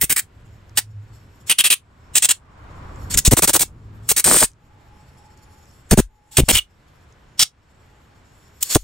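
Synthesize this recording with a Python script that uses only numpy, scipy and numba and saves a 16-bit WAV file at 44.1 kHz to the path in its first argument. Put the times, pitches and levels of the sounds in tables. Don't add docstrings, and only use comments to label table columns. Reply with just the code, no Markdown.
import sys
import numpy as np
from scipy import signal
from scipy.fft import rfft, irfft, next_fast_len
from scipy.io import wavfile
from scipy.ndimage import uniform_filter1d
from numba import njit

SR = 44100
rng = np.random.default_rng(int(sys.argv[2]) if len(sys.argv) > 2 else 0)


def file_out(sig):
    cols = np.atleast_2d(sig).T
    lim = np.clip(cols, -1, 1)
    pcm = np.round(lim * 32767).astype(np.int16)
    wavfile.write(sys.argv[1], SR, pcm)


N = 389403
TIME = np.arange(N) / SR
# (frequency [Hz], level [dB])
HISS_SPECTRUM = [(150, -11), (700, -12), (1500, -8.5), (3000, -4.5), (5000, -6.5), (7000, -3.5), (9100, 1),
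                 (10300, -7.5), (11200, -5.5), (12000, -10), (13000, -11.5), (14000, -25), (15000, -11),
                 (15700, -10.5), (16500, -50.5)]


def blasts(flutter_db=2.33, flutter_hz=330, bore_q=1.4, core_share=.14):
    # (opening [s], closing [s], level [dB], tilt [dB/kHz])
    pulls = [(0.013, 0.049, -9, 1.82), (0.096, 0.133, -8, 1.54), (0.162, 0.2, -10, 1.3),
             (0.774, 0.793, -2.5, 0.7), (1.498, 1.527, -2.3, 0.5), (1.586, 1.614, -0.7, 0.58),
             (1.64, 1.676, -1.4, 0.62), (1.702, 1.74, -1.5, 0.77), (2.155, 2.186, -0.1, 0.7),
             (2.223, 2.26, -2.3, 0.63), (2.289, 2.321, -2.3, 0.54), (3.141, 3.15, -13.5, 0),
             (3.174, 3.193, 1, 1.02), (3.251, 3.283, -1, 0.6), (3.311, 3.341, 0.1, 0.6),
             (3.368, 3.395, 1.5, 0.7), (3.422, 3.45, 2, 0.64), (3.475, 3.506, -0.9, 0.73),
             (3.533, 3.569, -1.2, 0.93), (3.594, 3.633, -5, 1.1), (4.091, 4.121, -2.4, 1.08),
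             (4.164, 4.205, -7, 0.78), (4.243, 4.45, -1.6, 0.52), (5.911, 5.94, -4.5, 0.47),
             (5.973, 6.003, -1.9, 0.55), (6.37, 6.405, -0.5, 0.7), (6.486, 6.516, -0.8, 0.8),
             (6.547, 6.589, -5, 0.73), (7.395, 7.434, -0.8, 0.4), (8.627, 8.635, -7.4, 1.76),
             (8.748, 8.767, -3, 1)]
    # (from [s], bore [Hz], boost [dB], edge [Hz], boost [dB])
    aims = [(0, 2020, 14, 3870, 1.5), (.7, 1700, 7, 4280, 5), (1.4, 3060, 17, 10020, 8.5),
            (2.1, 3100, 8, 7710, 9), (3, 2050, 7.5, 6870, 11), (3.16, 3700, 4.5, 6780, 8.5),
            (3.3, 1500, 3, 6880, 1), (3.46, 3650, 3, 7300, 2), (4, 1500, 3, 7270, 1.5),
            (4.23, 3700, 0.5, 8900, 6), (5.8, 1520, 9, 6890, 1.5), (6.3, 2840, 12, 9200, 2),
            (6.53, 2980, 17, 6580, 1), (7.3, 3290, 7.5, 5410, 11), (8.5, 3450, 6, 6710, 7)]
    open_s, shut_s = .004, .0045
    surge_db, surge_s = .5, .004
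    onset_db, onset_s = -27.5, .0072
    out = np.zeros((2, N))
    for start, stop, db, tilt in pulls:
        _, bore_hz, bore_db, edge_hz, edge_db = [aim for aim in aims if aim[0] <= start][-1]
        def colour(hz):
            hump = (1 - core_share) * bump(hz, bore_hz, bore_hz / bore_q)
            core = core_share * bump(hz, bore_hz, 200)
            part_db = bore_db * (hump + core) + edge_db * bump(hz, edge_hz, 2500)
            hiss_db = spectrum(HISS_SPECTRUM, hz) + tilt * hz / 1000
            return undb(hiss_db + part_db) * ports(hz) * near_echoes(hz)
        t = np.arange(SR // 3) / SR - min(.02, start)
        surge = undb(surge_db * np.exp(-np.abs(t) / surge_s))
        envelope = valve(t + open_s / 2, stop - start, open_s, shut_s) * surge
        envelope += undb(onset_db) * np.exp(-np.abs(t) / onset_s) * (t < 0)
        jet = noise(len(t), colour, apart=.33)
        add(out, start + t[0], jet * envelope * undb(db + flutter_db * walk(len(t), flutter_hz)))
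    return out


def near_echoes(hz, db=-17.5, longest_s=.0025, spread_s=.00002, count=5):
    lag = rng.uniform(.1, 1, (count, 1, 1)) * longest_s + spread_s * rng.standard_normal((count, 2, 1))
    polarity = rng.choice([-1, 1], (count, 1, 1))
    return 1 + undb(db) * np.sum(polarity * np.exp(-2j * np.pi * hz * lag), axis=0)


def ports(hz):
    # (frequency [Hz], phase [rad])
    phase_lead = [(20, 0), (1900, 0), (3000, .9), (5300, 1), (8200, .4), (9300, -1.4), (9900, -2.8),
                  (10600, -3.45), (11700, -6), (12800, -6.8), (13500, -9.2), (14300, -9.7), (15000, -12.3)]
    return np.exp(.5j * spectrum(phase_lead, hz) * np.array([[1], [-1]]))


def whistle(start=6.587, hz=2960, db=-4, ring_db=-21, ring_s=.012):
    t = np.arange(SR // 7) / SR
    pitch = hz * (1 + .025 * walk(len(t), 140))
    tone = np.sin(2 * np.pi * np.cumsum(pitch) / SR)
    envelope = valve(t, .006, rise_s=.002, fall_s=.003) + undb(ring_db) * np.exp(-t / ring_s)
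    out = np.zeros((2, N))
    add(out, start, undb(db + np.array([[-3], [3]])) * envelope * tone)
    return out


def buffeting(rumble_db=-3, wake_db=-15, fast_hz=220, firm_db=-17):
    # (start [s], end [s], level [dB], eddy frequency [Hz])
    gusts = [(0.021, 0.045, -21, 126.7), (0.098, .13, -27, 150.7), (3.15, 3.205, -19, 70.8),
             (3.275, 3.289, 7, 64.5), (3.316, 3.339, 6.5, 134.6), (3.371, 3.396, -8, 214),
             (3.424, 3.45, -6.5, 230), (3.476, 3.505, -11, 278.5), (3.538, 3.575, -15.5, 271.8),
             (3.598, 3.634, -24, 250.5), (4.113, 4.121, -13.5, 264), (4.257, 4.37, -14, 225),
             (4.413, 4.44, -10.5, 220.6), (5.915, 5.943, 6.5, 135.6), (5.974, 6.003, 6.5, 149.5),
             (6.383, 6.406, 4, 149.6), (6.417, 6.437, 1.5, 40.7), (6.482, 6.518, -10, 218),
             (6.529, 6.573, -12, 48), (8.755, 8.77, 4.5, 190)]
    out, left = np.zeros((2, N)), np.array([[1], [-1]])
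    t = np.arange(SR // 4) / SR
    for start, stop, db, eddy_hz in gusts:
        length = max(stop - start, .005)
        rumble = noise(len(t), lambda hz: hz / (hz + 45) / (1 + (hz / (.96 * eddy_hz)) ** 2.4), .45)
        slaps = unit(eddies(t, eddy_hz, per_s=1.5 * eddy_hz, until_s=t[-1]))
        wind = (undb(rumble_db) * rumble + slaps) * valve(t, length, rise_s=.00075, fall_s=.0019)
        wind = unit(wind) * np.sqrt(length / t[-1])
        wake = noise(len(t), lambda hz: bump(hz, 45, 45) ** 2, apart=.1)
        wake *= valve(t, length, rise_s=length, fall_s=.03)
        pop_db = 8 + .1 * db + 2 * min(db - firm_db, 0) + 2 * left
        pop_gain = undb(pop_db) * min(eddy_hz / fast_hz, 1) ** 2
        pops = eddies(t, eddy_hz=289.7, per_s=50, until_s=length, smallest=.28, front=7.5)
        add(out, start, undb(db) * (wind + undb(wake_db) * wake) + pop_gain * pops)
    return out * undb(.6 * left)


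def eddies(t, eddy_hz, per_s, until_s, smallest=.4, front=5, count=64):
    late, sign, size = rng.random((count, 3)).T
    when = (np.arange(count) + late) / per_s
    sizes = np.sign(sign - .5) * (smallest + (1 - smallest) * size)
    hits = np.histogram(when, len(t), (0, t[-1]), weights=sizes * (when < until_s))[0]
    return signal.fftconvolve(hits, slap(t, eddy_hz, front))[:len(t)]


def slap(t, eddy_hz, front, glide_s=.0011, cycles=.8):
    turns = eddy_hz * (t + front * glide_s * (1 - np.exp(-t / glide_s)))
    return np.sin(2 * np.pi * turns) * np.exp(-t * eddy_hz / cycles) * (1 - np.exp(-12 * eddy_hz * t))


def seepage(steady_db=-72, flicker_db=4.24, waver_db=3, jet_db=-2):
    # (frequency [Hz], nominal width [Hz], level [dB])
    modes = [(3460, 400, -8), (4440, 300, -5.5), (5390, 300, -1.5), (6890, 400, -0.5), (7650, 400, 0),
             (9800, 390, -8), (12300, 900, -3.5)]
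    # (peak time [s], half-width [s], level [dB])
    seeps = [(1.2, 0.36, -69), (3.02, .3, -62.5), (5.25, 0.36, -65), (5.72, 0.12, -59.5), (6.2, .12, -62.5),
             (8.5, .2, -61.5)]
    # (start [s], end [s], level [dB])
    leaks = [(1.462, 1.497, -37), (3.098, 3.14, -28), (4.02, 4.09, -62.5), (6.31, 6.368, -39),
             (6.43, 6.487, -34), (6.515, 6.548, -8.5), (8.605, 8.69, -31), (8.69, 8.747, -21),
             (8.76, 8.83, -40)]
    tube = 0
    for centre, width, db in modes:
        mode = noise(N, lambda hz: bump(hz, centre, 1.4 * width), apart=1)
        tube += mode * undb(db + waver_db * walk(N, 12))
    tube = unit(tube)
    jet = noise(N, lambda hz: undb(spectrum(HISS_SPECTRUM, hz)) * ports(hz), apart=.45)
    seep = tube * np.sqrt(undb(steady_db) ** 2 + sum(swell(*row) ** 2 for row in seeps))
    leak = unit(tube + undb(jet_db) * jet) * spells(leaks, rise_s=.014, fall_s=.005)
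    return (seep + leak) * undb(flicker_db * walk(N, 40))


def ticks(ring_s=.0013):
    # (time [s], level [dB], resonance [Hz])
    contacts = [(.695, -46.5, 5540), (2.96, -44, 6900), (4.516, -38, 6650), (4.534, -44, 6300),
                (5.375, -47, 7400), (5.656, -50, 7000), (5.712, -52.5, 6250), (7.125, -48.5, 6330)]
    out, t = np.zeros((2, N)), np.arange(SR // 25) / SR
    for start, db, ring_hz in contacts:
        ring = noise(len(t), lambda hz: bump(hz, ring_hz, 2200), apart=.5)
        add(out, start, ring * undb(db) * np.exp(-t / ring_s))
    return out


def workshop(sound, t60_s=.09, tail_db=-21.5, treble_hz=9000, build_s=.029):
    t = np.arange(SR // 3) / SR
    tail = noise(len(t), lambda hz: 1 / np.sqrt(1 + (hz / treble_hz) ** 4), apart=1.4)
    tail *= undb(-60 * t / t60_s) * (1 - np.exp(-t / build_s))
    tail = unit(tail) / np.sqrt(len(t))
    return sound + undb(tail_db) * signal.fftconvolve(sound, tail, axes=1)[:, :N]


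def traffic(far_rumble_db=-46.5, recede_db_per_s=.85, far_tyres_db=-59.5, tread_hz=1080, tread_db=6):
    # (frequency [Hz], level [dB])
    rumble_bands = [(20, -9.5), (45, -2), (75, 1), (110, -0.5), (160, -8), (260, -14.5), (450, -21.5),
                    (900, -37), (3000, -65)]
    tyre_bands = [(100, -11), (350, -6), (650, -3.5), (1050, -3.5), (1500, -5.5), (2200, -12), (3500, -21),
                  (6000, -28.5), (9000, -35.5), (13000, -54)]
    rumble = noise(N, lambda hz: undb(spectrum(rumble_bands, hz)), apart=.17)
    rumble *= np.hypot(undb(far_rumble_db - recede_db_per_s * TIME), swell(3.32, .41, db=-31))
    rumble *= undb(.44 * walk(N, 9.6))
    far = noise(N, lambda hz: undb(spectrum(tyre_bands, hz)), apart=2)
    near = noise(N, lambda hz: undb(spectrum(tyre_bands, hz) + tread_db * bump(hz, tread_hz, 500)), 3.1)
    tyres = far * undb(far_tyres_db) + near * swell(2.95, .53, db=-44)
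    return rumble + tyres * undb(.52 * walk(N, 30))


def drone(centre_hz=104.6):
    # (peak time [s], half-width [s], level [dB])
    swells = [(.45, .06, -47.5), (.93, .12, -34), (4.0, .18, -39.5)]
    return noise(N, lambda hz: bump(hz, centre_hz, 13), apart=.1) * sum(swell(*row) for row in swells)


def whine(centre_hz=846, waver_db=3):
    # (start [s], end [s], level [dB])
    spans = [(4.55, 5.63, -60.5), (6.08, 6.38, -52.5), (7.75, 8.2, -68)]
    band = noise(N, lambda hz: bump(hz, centre_hz, 56), apart=.94)
    return band * spells(spans, rise_s=.039, fall_s=.04) * undb(waver_db * walk(N, 9.4))


def still_air(db=-59.5):
    # (frequency [Hz], level [dB])
    air_bands = [(100, -3), (400, 0.5), (800, -5), (1600, -5), (3000, -9.5), (5000, -17.5), (9000, -24),
                 (13000, -48)]
    return noise(N, lambda hz: undb(spectrum(air_bands, hz)), apart=.98) * undb(db)


@njit
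def gain_control(x, limit_db, slope, attack_s, recover_db_per_s):
    y, power, cut_db = np.empty_like(x), 1e-12, 0.
    for i in range(x.shape[1]):
        gain = 10 ** (-cut_db / 20)
        y[0, i], y[1, i] = gain * x[0, i], gain * x[1, i]
        power += ((y[0, i] ** 2 + y[1, i] ** 2) / 2 + 1e-12 - power) / (attack_s * SR)
        cut_db = max(cut_db - recover_db_per_s / SR, slope * (10 * np.log10(power) - limit_db), 0.)
    return y


def undb(db):
    return 10 ** (np.asarray(db) / 20)


def unit(x):
    return x / np.sqrt(np.mean(x ** 2) + 1e-18)


def spectrum(points, hz):
    points = np.array(points)
    return np.interp(np.log(hz + 1), np.log(points[:, 0]), points[:, 1])


def bump(hz, centre, width):
    return 1 / (1 + (2 * (hz - centre) / width) ** 2)


def noise(size, response, apart):
    padded = next_fast_len(size)
    white = rng.standard_normal((3, padded))
    pair = rfft(white[0] + apart * white[1:])
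    return unit(irfft(pair * response(np.fft.rfftfreq(padded, 1 / SR)), padded)[:, :size])


def walk(size, rate):
    hold = max(int(SR / rate), 1)
    return uniform_filter1d(np.repeat(rng.standard_normal(size // hold + 1), hold), hold)[:size]


def valve(t, length, rise_s, fall_s):
    return np.clip(t / rise_s, 0, 1) * np.exp(-np.maximum(t - length, 0) / fall_s)


def swell(peak_s, half_s, db):
    return undb(db) / (1 + ((TIME - peak_s) / half_s) ** 2)


def spells(table, rise_s, fall_s):
    return sum(undb(db) * valve(TIME - start, stop - start, rise_s, fall_s) for start, stop, db in table)


def add(out, start, sound):
    i = max(int(start * SR), 0)
    part = sound[..., :max(N - i, 0)]
    out[:, i:i + part.shape[-1]] += part


def scene():
    air = still_air()
    gun = workshop(blasts() + whistle() + seepage() + ticks())
    return gun + buffeting() + traffic() + drone() + whine() + air


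def record(dry):
    held = gain_control(dry, limit_db=-18.5, slope=1.18, attack_s=.0044, recover_db_per_s=27.5)
    top_cut = signal.ellip(10, .2, 70, 15850, fs=SR, output="sos")
    return signal.sosfilt(top_cut, np.clip(held, -1, 1))


dry = scene()
out = record(dry)
file_out(out)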